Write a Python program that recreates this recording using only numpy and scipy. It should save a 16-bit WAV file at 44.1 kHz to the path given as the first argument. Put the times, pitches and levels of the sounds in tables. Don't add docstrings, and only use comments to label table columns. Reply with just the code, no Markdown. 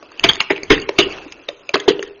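import sys
import numpy as np
from scipy import signal
from scipy.io import wavfile
from scipy.ndimage import uniform_filter1d

SR = 44100
rng = np.random.default_rng(int(sys.argv[2]) if len(sys.argv) > 2 else 0)


def pcm_store(signal):
    levels = np.round(np.clip(np.atleast_2d(signal), -1, 1) * 32767)
    wavfile.write(sys.argv[1], SR, levels.astype(np.int16).T)


def voltage_ratio(level):
    return 10 ** (np.asarray(level, float) / 20)


N = 97020

# time_s, level_db
CHASSIS_RUMBLE = [(0.0, -68), (0.16, -71), (0.26, -18), (0.43, -52), (0.67, -43.5), (0.71, -31.5),
                  (0.77, -26.5), (0.95, -52), (0.99, -26), (1.4, -55), (1.71, -57), (1.75, -69),
                  (1.83, -71), (1.88, -45), (2.09, -48), (2.2, -59.5)]
# time_s, level_db
TREAD_LOAD = [(0.0, -47.5), (0.15, -46.5), (0.24, -40.5), (0.39, -48.5), (0.55, -46), (0.81, -44.5),
              (0.951, -42), (1.14, -33.5), (1.29, -44.5), (1.54, -50), (1.751, -48), (1.87, -43.5),
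              (2.06, -46.5), (2.2, -51)]
# frequency_hz, density_db
WASH_SPECTRUM = [(15, -14), (25, -27), (113, 12), (149, -29.5), (302, 21), (641, 13.5), (688, 11.5),
                 (1270, 9.5), (6890, -6), (8960, -50.5), (15200, -120)]
# frequency_hz, t60_s
YARD_DECAY = [(100, 0.24), (400, 0.55), (2000, 0.53), (6000, 0.19)]
# start_s, level_db, pitch_hz
PIECE_KNOCKS = [(0.027, -30, 589), (0.243, -3.5, 680), (.708, -6, 1068), (.997, -9.5, 603),
                (0.505, -11, 848), (0.505, -8.5, 633), (0.89, -15, 582), (0.8906, -9, 418),
                (.252, -15.5, 171), (0.296, -22, 138), (0.516, -22.5, 183), (.722, -11.5, 150),
                (0.989, -14, 192.5), (1.743, -19, 243), (1.882, -13.5, 234), (1.904, -19, 218),
                (0.404, -30.5, 190), (0.987, -5, 704), (1.489, -16.5, 584), (1.692, -21.5, 580),
                (1.756, -10, 629), (1.992, -14, 469)]
# pitch_hz, level_db, t60_s
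CARCASS_MODES = [(150, -15, 0.23), (300, -0.5, 0.19), (305.4, -2.5, 0.17), (375.6, -2.5, 0.12),
                 (394.2, -7, 0.51), (436, -8.5, 0.26), (520, 11.5, 0.016), (680, 7.5, 0.0096)]
# start_s, level_db, pitch_hz, length_s
CARCASS_BLOWS = [(.026, -34.5, 454, 0.0086), (0.243, -6.5, 363, 0.011), (0.283, -26, 383, 0.014),
                 (0.321, -40, 405, 0.023), (0.36, -43.5, 385, .012), (0.505, -5.5, 370.3, 0.011),
                 (.578, -32, 404, 0.015), (0.632, -25, 371, 0.0033), (0.703, 0, 374.5, 0.0076),
                 (0.71, 1, 384.6, .013), (.727, -9.5, 335.6, 0.014), (0.783, -26, 395, 0.017),
                 (.89, -18, 411, 0.011), (0.989, -2.5, 357, 0.014), (1.004, -9.5, 373, .012),
                 (1.062, -18.5, 373, 0.015), (1.259, -31, 307, .02), (1.485, -23.5, 473, 0.01),
                 (1.741, -8, 408, .011), (1.756, -15.5, 391, 0.0077), (1.791, -32.5, 425, 0.014),
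                 (1.856, -28.5, 482, 0.02), (1.879, 2.5, 397, .016), (1.993, -26.5, 420, 0.0088),
                 (2.044, -35, 430, 0.011), (2.077, -33.5, 450, 0.011)]
# frequency_hz, density_db
SPLINTER_SPECTRUM = [(100, -35.5), (300, -14), (900, 1), (2300, 4), (3300, -7), (3900, -8), (6800, -11),
                     (7500, -11)]
# pitch_hz, width_hz, level_db
WALL_RINGS = [(4556, 350, -6), (6474, 140, -7.5)]
# start_s, level_db, shell_pitch_hz, shell_width_hz, burst_t60_s
MAIN_BREAKS = [(0.241, 0, 2630, 1240, 0.053), (0.246, -14, 2110, 945, 0.19), (0.29, 2, 3183, 150, 0.04),
               (0.294, 1.5, 3275, 150, 0.04), (0.309, -24, 3310, 120, 0.18), (0.405, -5, 2628, 695, 0.042),
               (0.419, -21.5, 2230, 400, 0.02), (.5045, -7, 2230, 908, 0.069),
               (0.705, -3, 2450, 1233, 0.13), (.719, 0.5, 2680, 507, 0.02), (.736, -16, 2687, 250, 0.16),
               (.822, -23, 2880, 203, 0.07), (.892, -13, 1500, 1480, 0.014), (0.988, -2, 2620, 930, 0.097),
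               (0.997, -10, 2730, 410, 0.21), (1.489, -11.5, 2870, 847, 0.005),
               (1.743, -4.5, 3180, 1500, 0.038), (1.754, -23.5, 2700, 903, 0.067),
               (1.883, -4, 2990, 626, 0.081), (1.898, -20.5, 2910, 493, 0.064)]
# start_s, level_db, shell_pitch_hz, treble_db
SMALL_SPLINTERS = [(0.0274, -27.5, 1096, -10.5), (0.1184, -32, 1190, -1.5), (0.1757, -35.5, 2830, -2.5),
                   (0.196, -12.5, 2640, -2.5), (0.255, -19, 1970, -29), (0.267, -10, 1805, -25.5),
                   (0.2654, -11, 2550, -16.5), (0.3018, -20, 3140, -2), (0.334, -12.5, 3130, -1.5),
                   (0.351, -21.5, 3230, -8), (0.3448, -19.5, 2800, -14.5), (0.356, -12, 2900, -9),
                   (0.368, -21.5, 1900, -17), (0.4139, -5, 2200, -26), (0.423, -21, 2300, -11.5),
                   (0.405, -6.5, 4200, -22), (0.5224, -7.5, 2110, -46.5), (0.562, -21, 2500, -21),
                   (0.565, -20, 2700, -22.5), (0.5794, -17, 2080, -33), (0.6333, -18.5, 2110, 5),
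                   (0.728, -9.5, 2660, -18.5), (0.779, -13.5, 1860, -27.5), (0.8, -31.5, 2860, 8),
                   (0.817, -29.5, 2880, 8), (1.0284, -14, 2730, -24), (1.1246, -29.5, 2770, 2),
                   (1.169, -26, 1225, -19), (1.1845, -22.5, 1270, -27.5), (1.3227, -20, 2530, -4),
                   (1.6926, -12, 2390, -4), (1.7425, -17.5, 1710, -2), (1.756, -3, 1385, -4),
                   (1.7682, -11.5, 2520, -31.5), (1.801, -17.5, 3150, 1.5), (1.8904, -7.5, 3070, -8.5),
                   (1.903, -15, 2950, -11.5), (1.9933, -14, 2835, -34), (2.0273, -13.5, 1780, -6.5),
                   (2.0765, -48.5, 1250, 13.5)]
# frequency_hz, density_db
SIDE_SPECTRUM = [(100, -45), (350, -20), (700, -5), (1500, -4), (2800, 3), (7000, 0)]
GATE_EDGES = [1500, 2200, 2900, 3500, 3800, 4300, 4800, 5300, 5900, 6500, 7100, 8200]


def evened(x):
    return x / np.sqrt(np.mean(x ** 2) + 1e-20)


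def read(points, hz):
    f, value = np.transpose(points)
    return np.interp(np.log(hz + 1), np.log(f + 1), value)


def add(mix, s, sound):
    part = mix[max(round(s * SR), 0):][:len(sound)]
    part += sound[:len(part)]


def colour(x, points):
    half = np.log(voltage_ratio(read(points, np.fft.rfftfreq(4096, 1 / SR))))
    full = np.concatenate([half, half[-2:0:-1]])
    taps = np.fft.ifft(np.exp(np.conj(signal.hilbert(full)))).real[:2048]
    return signal.oaconvolve(x, taps / np.linalg.norm(taps))[:len(x)]


def resonate(x, hz, width_hz):
    return signal.lfilter(*signal.iirpeak(hz, hz / width_hz, SR), x)


def resonate_twice(x, hz, width_hz):
    return resonate(resonate(x, hz, width_hz), hz, width_hz)


def smooth_drift(shape, size):
    noise = rng.standard_normal(shape)
    return evened(uniform_filter1d(uniform_filter1d(noise, size=size), size=size))


def clicks(count, per_s, spread_db):
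    chance, sign, size = rng.random((count, 3)).T
    return evened((chance < per_s / SR) * np.sign(sign - .5) * voltage_ratio(-spread_db * np.log(size + 1 / 10)))


def sway():
    rumble = signal.lfilter(*signal.butter(2, 70, fs=SR), rng.standard_normal(N))
    body = resonate_twice(rng.standard_normal(N), hz=102, width_hz=360)
    s, db = np.transpose(CHASSIS_RUMBLE)
    level = voltage_ratio(np.interp(np.arange(N) / SR, s, db) - 12.5)
    return level * (evened(rumble) + 1.5 * evened(body))


def grinding():
    frames, hz = N // 128 + 5, np.fft.rfftfreq(512, 1 / SR)
    real, imaginary, patches = rng.standard_normal((frames, 257, 3)).T
    patches = uniform_filter1d(patches, size=5, axis=0)
    patches = evened(uniform_filter1d(patches, size=10, axis=1))
    z = (real + 1j * imaginary) * voltage_ratio(read(WASH_SPECTRUM, hz)[:, None] + 2.34 * patches)
    wash = evened(signal.istft(z, nperseg=512, noverlap=384)[1][:N])
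    grit = evened(resonate(clicks(count=N, per_s=170, spread_db=4.0), hz=2650, width_hz=190))
    s, db = np.transpose(TREAD_LOAD)
    grit_db = -6
    return voltage_ratio(np.interp(np.arange(N) / SR, s, db)) * (wash + voltage_ratio(grit_db) * grit)


def yard(x):
    hz, t, z = signal.stft(rng.standard_normal(SR), SR, nperseg=256)
    decay = voltage_ratio(-60 * t / read(YARD_DECAY, hz)[:, None])
    tail = signal.istft(z * decay, SR, nperseg=256)[1]
    return signal.fftconvolve(x, tail / np.linalg.norm(tail))[:N]


def wheel_drop():
    t = np.arange(6000) / SR
    drop_db, drop_hz, t60_s = -11, 32, .13
    return voltage_ratio(drop_db - 60 * t / t60_s) * np.sin(2 * np.pi * drop_hz * t)


def knocks():
    out, t = np.zeros(N), np.arange(6000) / SR
    t60_s, rise_s = 0.046, 0.0051
    rise = np.sin(np.pi / 2 * np.minimum(t / rise_s, 1)) ** 2
    for s, db, hz in PIECE_KNOCKS:
        pair = np.sin(2 * np.pi * hz * t) + .5 * np.sin(2 * np.pi * 1.1 * hz * t)
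        add(out, s - .001, voltage_ratio(db + 2.5 - 60 * t / t60_s) * pair * rise)
    add(out, .705, wheel_drop())
    return out


def thump(db, hz, length):
    t = np.arange(14000) / SR
    ring_db, wobble_db, rise_s = -16, 5, 0.0019
    round_trip_s, return_db, return_rise = .023, -11, 1.126
    wobbles = smooth_drift((len(CARCASS_MODES), len(t)), size=350)
    out = np.zeros(len(t))
    for (mode_hz, mode_db, t60), wobble in zip(CARCASS_MODES, wobbles):
        detune, uneven = 2 * rng.random(2) - 1
        level = voltage_ratio(ring_db + mode_db + 2.2 * uneven + wobble_db * wobble - 60 * t / t60)
        out += level * np.sin(2 * np.pi * mode_hz * (1 + 0.054 * detune) * t)
    out *= np.minimum(t / rise_s, 1)
    u = t[t < length]
    swell = np.sin(np.pi * u / length) ** 1.64
    for k in range(3):
        pitch_hz = hz * return_rise ** min(k, 1)
        add(out, k * round_trip_s, voltage_ratio(k * return_db) * swell * np.sin(2 * np.pi * pitch_hz * u))
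    return voltage_ratio(db) * out


def crack(db, hz, width_hz, t60, treble_db, rise):
    t = np.arange(8000) / SR
    width_hz = max(width_hz, 40)
    burst = clicks(count=len(t), per_s=9000, spread_db=2)
    burst[round(rise * SR)] = 7
    growth = voltage_ratio(-30 * np.maximum(1 - t / rise, 0))
    decay = voltage_ratio(-60 * np.maximum(t - rise, 0) / max(t60, .008))
    shape = growth * decay
    broad_db, shell_db = -3 + 4 * np.log2(width_hz / 700), -1
    shell = resonate(resonate(burst, hz, width_hz), hz, 2 * width_hz)
    parts = [(broad_db, colour(burst, SPLINTER_SPECTRUM)), (shell_db, shell)]
    for wall_hz, wall_width_hz, wall_db in WALL_RINGS:
        parts.append((treble_db + wall_db, resonate_twice(burst, wall_hz, wall_width_hz)))
    energy = np.linalg.norm(shape) / np.sqrt(len(t))
    return sum(voltage_ratio(db + part_db - 4.0) * energy * evened(x * shape) for part_db, x in parts)


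def debris(stress):
    clumps = smooth_drift(N, size=200)
    shards = colour(clicks(count=N, per_s=2400, spread_db=7.0), SPLINTER_SPECTRUM)
    debris_db, clump_db = -25.5, 3
    return voltage_ratio(debris_db) * stress * shards * voltage_ratio(clump_db * clumps)


def breaks():
    out, stress = np.zeros(N), np.zeros(N)
    stress_t60_s = 0.11
    fade = voltage_ratio(-60 * np.arange(SR) / SR / stress_t60_s)
    # treble_db, rise_s
    rows = [(*row, -13, 0.0072) for row in MAIN_BREAKS]
    for s, db, hz, treble_db in SMALL_SPLINTERS:
        rows.append((s, db, hz, 278, 0.012, treble_db, .002))
    for s, db, *rest in rows:
        add(out, s - rest[-1], crack(db, *rest))
        add(stress, s, voltage_ratio(db) * fade)
    for s, *blow in CARCASS_BLOWS:
        add(out, s, thump(*blow))
    return out + debris(stress)


def scene():
    hits = breaks() + knocks()
    yard_db, side_db = -18, -24
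    mid = hits + voltage_ratio(yard_db) * yard(hits) + grinding() + sway()
    smear = rng.standard_normal(600) * voltage_ratio(-60 * np.arange(600) / 600)
    smeared = signal.oaconvolve(hits, smear / np.linalg.norm(smear))[:N]
    side = voltage_ratio(side_db) * colour(smeared, SIDE_SPECTRUM)
    return np.array([mid + side, mid - side])


def gate(x):
    under_db, floor_db, chance_db = -25, -69, 4.0
    hz, t, z = signal.stft(x, SR, nperseg=512, noverlap=384)
    power = uniform_filter1d((abs(z) ** 2).mean(0), size=3, axis=1)
    whole_db = 10 * np.log10(power[hz > GATE_EDGES[0] / 2].sum(0) + 1e-14)
    luck = rng.standard_normal((len(t) // 10 + 1, len(GATE_EDGES)))
    luck = chance_db * np.repeat(luck, 10, axis=0)[:len(t)]
    keep = np.ones(power.shape)
    for k, (lo, hi) in enumerate(zip(GATE_EDGES, GATE_EDGES[1:])):
        band = (hz >= lo) & (hz < hi)
        level_db = 10 * np.log10(power[band].sum(0) + 1e-14) + luck[:, k]
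        margin_db = level_db - np.maximum(whole_db + under_db, floor_db)
        keep[band] = np.clip(margin_db / 2 + .5, .003, 1) * voltage_ratio(0.85 * luck[:, k])
    return signal.istft(z * keep, SR, nperseg=512, noverlap=384)[1][:, :N]


def roll_off(x):
    return signal.sosfilt(signal.butter(12, 7040, fs=SR, output="sos"), x)


def record(dry):
    notch_hz, notch_width_hz, edge_hz = 5560, 210, 7000
    knee, ceiling, soften_hz = 1.3, .975, 10000
    x = signal.lfilter(*signal.iirnotch(notch_hz, notch_hz / notch_width_hz, SR), dry)
    x = knee * np.tanh(x / knee)
    lowpass = signal.firwin(255, edge_hz, window=("kaiser", 10), fs=SR)
    x = signal.oaconvolve(x, lowpass[None], "same")
    clipped = np.clip(gate(x), -ceiling, ceiling)
    mix = signal.filtfilt(*signal.butter(3, soften_hz, fs=SR), clipped)
    return roll_off(mix)


dry = scene()
out = record(dry)
pcm_store(out)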